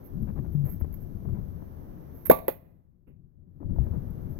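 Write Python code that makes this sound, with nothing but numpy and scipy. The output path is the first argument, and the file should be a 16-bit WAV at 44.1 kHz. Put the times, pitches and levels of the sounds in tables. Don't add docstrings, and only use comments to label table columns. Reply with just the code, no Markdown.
import sys
import numpy as np
from scipy import signal
from scipy.fft import rfft, irfft
from scipy.io import wavfile

SR = 44100
rng = np.random.default_rng(int(sys.argv[2]) if len(sys.argv) > 2 else 0)


def transcribe(u):
    v = np.clip(np.atleast_2d(u).T, -1, 1)
    q = np.round(v * 32767).astype(np.int16)
    wavfile.write(sys.argv[1], SR, q)


N = 193775
T = np.arange(N) / SR

# (frequency [Hz], gain [dB])
MURMUR_SPECTRUM = [(100, -6), (250, 5.5), (450, -1), (900, -10.5), (1400, -21), (2500, -33), (6000, -54.5)]
HISS_SPECTRUM = [(1000, -12), (3000, -14), (5400, -14), (6150, -8.5), (7000, -30), (10000, -30.5),
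                 (11000, -9), (12100, 4), (13200, -0.5), (14500, -5.5), (16000, -9.5)]
# (time [s], rise [s], relative level [dB], fall [dB/s])
GRIP_SHIFTS = [(-.05, 0.1, -45, 6), (.105, .05, -28.5, 7), (1.24, 0.023, -29, 34), (2.26, 0.04, -27, 300.5),
               (3.075, 0.024, -34, 66), (3.25, 0.17, -39, 1.5), (3.59, 0.073, -24, 17)]
# (time [s], frequency [Hz], level [dB], decay time [s])
CASE_BUMPS = [(0.219, 215, -20.5, 0.022), (.292, 200, -24, .014), (0.549, 146.7, -13.5, 0.013),
              (0.639, 99, -17.5, 0.019), (0.819, 76.3, -11.5, 0.016), (1.272, 130, -23, 0.02),
              (3.091, 148.1, -43.5, 0.041), (3.606, 291, -32, .025), (3.784, 682, -18.5, 0.002),
              (3.786, 59.6, -10, 0.033), (3.800, 127.2, -16.5, 0.04), (3.972, 141.6, -20, 0.021)]
# (time [s], duration [s], level [dB], grit relative to that level [dB])
SKIN_STROKES = [(.271, 0.045, -40, -20), (.358, 0.046, -39, -20), (0.443, 0.032, -43, -20),
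                (.648, 0.064, -43.5, -18), (0.808, 0.014, -37, -22), (.838, 0.025, -44, -20),
                (1.246, 0.025, -43, -26.5), (1.282, 0.02, -43.5, -25), (1.336, 0.074, -46.5, -20),
                (1.619, 0.013, -41, -28), (3.6, 0.06, -45.5, -46.5), (3.697, 0.0089, -46.5, -29),
                (3.757, .012, -44.5, -29), (3.861, 0.033, -44, -31), (3.917, 0.065, -41.5, -34)]
# (frequency [Hz], gain [dB])
RUMBLE_SPECTRUM = [(12, -33.5), (20, 1), (49, -3), (86, 1.5), (125, -3.5), (158, -1), (313, -19.5),
                   (380, -17.5), (428, -31.5), (483, -30.5), (700, -39.5), (910, -58.5), (1540, -120)]
SCUFF_SPECTRUM = [(80, -13.5), (250, 10.5), (600, 0), (1000, -5.5), (1800, -27.5), (3000, -46),
                  (8000, -65.5)]
GRIT_SPECTRUM = [(400, -21.5), (1200, 3), (2200, -5), (3200, -21.5), (8000, -42.5)]
# (frequency [Hz], gain [dB])
CASE_TRANSMISSION = [(40, -21.5), (90, -18), (160, -13), (400, -12), (1500, -18)]
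# (time [s], duration [s], relative level [dB])
RUBS_AND_HISS = [(0.038, 0.057, -47.5), (.218, 0.021, -54), (0.519, 0.032, -52.5), (0.644, 0.07, -43),
                 (.684, 0.084, -41.5), (0.797, 0.026, -44.5), (0.925, 0.0089, -43), (0.94, .01, -37),
                 (1, 0.054, -53), (2.13, .14, -52), (2.253, 0.025, -21.5), (4.102, 0.01, -53),
                 (4.29, .07, -56.5)]
# (time [s], relative level [dB], decay time [s])
PART_IMPACTS = [(2.2978, -9, 0.0027), (2.3020, -8.5, 0.002), (2.3128, -7.5, .0016), (2.3159, -3, 0.00091),
                (2.317, -17.5, .005), (2.388, -32, 0.0052)]
# (frequency [Hz], relative level [dB], time to fall 60 dB [s])
BARREL_MODES = [(178.9, -8, .14), (247, -6, .12), (395, -13.5, .13), (512.6, -7, .17), (678, 0.5, .16),
                (746, -6, .14), (885, -9, 0.2), (990, -9.5, 0.15), (1151, 0.5, 0.19), (1930, -19.5, .13),
                (2200, -21.5, .12), (3600, -21, .09)]
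# (frequency [Hz], gain [dB])
RUB_AND_HISS_SPECTRUM = [(200, -19.5), (900, -1.5), (2200, 6), (3500, -12), (6000, -18), (10000, -14),
                         (13000, -4.5), (16000, -11)]
CLACK_SPECTRUM = [(80, -4.5), (200, 4.5), (500, 3.5), (1100, 1.5), (1600, -5), (2200, 7.5), (3000, -10),
                  (3700, -6.5), (5000, -17.5), (8000, -20), (16000, -18)]
HIT_SPECTRUM = [(60, -20), (150, -21), (260, -7.5), (400, 3), (520, 7), (620, 2), (780, -5), (1300, -10),
                (2100, -12), (3500, -23.5), (6000, -36.5), (10000, -36), (16000, -29.5)]
LANDING_SPECTRUM = [(100, -2.5), (350, 7.5), (700, -5), (1500, -14.5), (2700, -9), (3600, -36), (9000, -45),
                    (16000, -44)]
# (frequency [Hz], gain [dB])
LEFT_RESPONSE = [(100, -3), (650, 7), (1100, -9), (2100, -15), (3800, -8.5), (7000, -8.5), (12000, -18.5),
                 (16000, -20.5)]
RIGHT_RESPONSE = [(100, 8.5), (7500, -5), (10000, 7.5), (11300, 18), (12600, 28.5), (13600, 23),
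                  (15000, 17.5), (16000, 12.5)]
# (frequency [Hz], gain [dB])
DRONE_SPECTRUM = [(20, -7.5), (90, 6.5), (170, 0), (300, -10), (700, -50)]
NEAR_SPECTRUM = [(100, -5.5), (500, -4), (1100, -1), (4000, 4), (13000, 1.5)]
FAR_SPECTRUM = [(100, 1), (600, -1.5), (2000, 4), (5000, 2), (13000, -4)]


def undb(db):
    return 10 ** (np.asarray(db) / 20)


def unit(x):
    return x / np.sqrt(np.mean(x ** 2))


def colour(x, spectrum, size=8192):
    hz, db = np.transpose(spectrum)
    grid_hz = np.maximum(np.fft.rfftfreq(size, 1 / SR), 1)
    gain = undb(np.interp(np.log(grid_hz), np.log(hz), db))
    cepstrum = irfft(np.log(gain))
    cepstrum[1:size // 2] *= 2
    cepstrum[size // 2 + 1:] = 0
    return signal.fftconvolve(x, irfft(np.exp(rfft(cepstrum))))[:N]


def noise(spectrum):
    return unit(colour(rng.standard_normal(N), spectrum))


def drift(rate_hz):
    return np.interp(T * rate_hz, np.arange(N), rng.standard_normal(N))


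def ramp(start, length):
    return np.clip((T - start) / length, 0, 1)


def fade(start, decay, hold=0):
    return (T >= start) * np.exp(-np.clip((T - start - hold) / decay, 0, 50))


def swell(start, rise, db, fall_db_per_s):
    return ramp(start, rise) * undb(db - np.clip(fall_db_per_s * (T - start - rise), 0, 200))


def stroke(start, length, skew=0.62):
    return np.sin(np.pi * ramp(start, length) ** skew)


def dip(fall_s=0.66, start_s=2.32, return_s=3.45, rise_s=0.36):
    return ramp(start_s, fall_s) * (1 - ramp(return_s, rise_s))


def background(hiss_levels_db=(-69, -66.5)):
    dip_db = -25.5 * dip()
    shared = noise(MURMUR_SPECTRUM)
    murmur = np.array([shared + noise(MURMUR_SPECTRUM) for _ in range(2)])
    murmur *= undb(-55 + dip_db + 2.1 * drift(2))
    drone = np.array([noise(DRONE_SPECTRUM) for _ in range(2)]) * undb(-55 + 0.67 * dip_db)
    hiss_dip_db = -27.5 * dip(fall_s=0.4)
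    hiss = np.array([undb(db + hiss_dip_db) * noise(HISS_SPECTRUM) for db in hiss_levels_db])
    return murmur + drone + hiss


def bumps(contact_s=0.0022):
    return sum(undb(db) * ramp(start, contact_s) * fade(start, decay)
               * np.sin(2 * np.pi * hz * (T - start)) for start, hz, db, decay in CASE_BUMPS)


def judder(start_s=0.535, length_s=0.17, start_hz=147.8, sag_hz_per_s=75):
    slip_hz = start_hz - sag_hz_per_s * np.clip(T - start_s, 0, length_s)
    pressure = stroke(start_s, length_s, skew=0.86) * undb(-18 + 2 * drift(140))
    return pressure * np.sin(2 * np.pi * np.cumsum(slip_hz * (T >= start_s)) / SR)


def scuffs(grain_db=4):
    dull, grit = noise(SCUFF_SPECTRUM), noise(GRIT_SPECTRUM)
    scrapes = sum(stroke(start, length) * undb(db) * (dull + undb(grit_db) * grit)
                  for start, length, db, grit_db in SKIN_STROKES)
    return undb(grain_db * drift(300)) * scrapes


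def handling(right_rumble_db=-16, flutter_db=2, dip_db=-10.5):
    grip = np.sqrt(sum(swell(*shift) ** 2 for shift in GRIP_SHIFTS))
    envelope = grip * undb(flutter_db * drift(35) + dip_db * dip())
    left = envelope * noise(RUMBLE_SPECTRUM) + bumps() + judder() + scuffs()
    right_rumble = undb(right_rumble_db) * envelope * noise(RUMBLE_SPECTRUM)
    return np.array([left, colour(left, CASE_TRANSMISSION) + right_rumble])


def reflections(x):
    def tail(delay_s, t60_s):
        return unit(fade(delay_s, t60_s / np.log(1000)) * rng.standard_normal(N)) / np.sqrt(N)
    near = colour(undb(-11) * tail(delay_s=0.0054, t60_s=0.18), NEAR_SPECTRUM)
    far = colour(undb(-26) * tail(delay_s=0.03, t60_s=0.6), FAR_SPECTRUM)
    return signal.fftconvolve(x, near + far)[:N]


def rubs_and_hiss(grain_db=1.5):
    envelope = sum(undb(db) * stroke(start, length) for start, length, db in RUBS_AND_HISS)
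    grainy_noise = unit(noise(RUB_AND_HISS_SPECTRUM) * undb(grain_db * drift(900)))
    return undb(-21.5) * envelope * grainy_noise


def cork(hit_s=2.4817, rattle_decay_s=0.0067, landing_s=3.068):
    force = undb(-5) * fade(hit_s, rattle_decay_s) * rng.standard_normal(N)
    force[int(hit_s * SR)] -= undb(13)
    landing = swell(landing_s, rise=0.009, db=-59.5, fall_db_per_s=305) * noise(LANDING_SPECTRUM)
    return colour(force, HIT_SPECTRUM) + landing


def mechanism(slam_s=2.3137):
    force = sum(undb(db) * fade(start, decay) for start, db, decay in PART_IMPACTS)
    clacks = colour(force * rng.standard_normal(N), CLACK_SPECTRUM)
    ring = sum(undb(db) * fade(slam_s, t60 / np.log(1000)) * np.sin(2 * np.pi * hz * (T - slam_s))
               for hz, db, t60 in BARREL_MODES)
    return undb(-3.5) * clacks + undb(-25) * ring


def pop(fire_s=2.2976, travel_s=0.0161, attack_s=0.0026, start_m=0.128, end_m=0.073, overtone_db=-25):
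    progress = ramp(fire_s, travel_s) ** 3.8
    column_m = start_m + (end_m - start_m) * progress
    open_pipe_hz = 343 / (4 * column_m)
    muzzle_lowering = 0.66 * fade(fire_s, decay=0.0024)
    hz = open_pipe_hz * (1 - muzzle_lowering)
    phase = 2 * np.pi * np.cumsum(hz * (T >= fire_s)) / SR
    tone = np.sin(phase) + undb(overtone_db) * np.sin(3 * phase)
    cork_burst = undb(-2.5) * fade(fire_s, decay=0.0014, hold=0.0025)
    piston_push = undb(-11.5) * fade(fire_s, decay=0.0013, hold=travel_s)
    return ramp(fire_s, attack_s) * (cork_burst + piston_push) * tone


def scene(left_lag_s=0.00058):
    direct = pop() + mechanism() + cork() + rubs_and_hiss()
    airborne = np.array([colour(direct + reflections(direct), response)
                         for response in (LEFT_RESPONSE, RIGHT_RESPONSE)])
    left, right = airborne + handling() + background()
    return np.array([np.interp(T - left_lag_s, T, left), right])


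def record(dry):
    rounded = dry / (1 + dry ** 4) ** (1 / 4)
    lowpass = signal.ellip(10, 0.2, 80, 16000, fs=SR, output="sos")
    return signal.sosfilt(lowpass, rounded)


dry = scene()
out = record(dry)
transcribe(out)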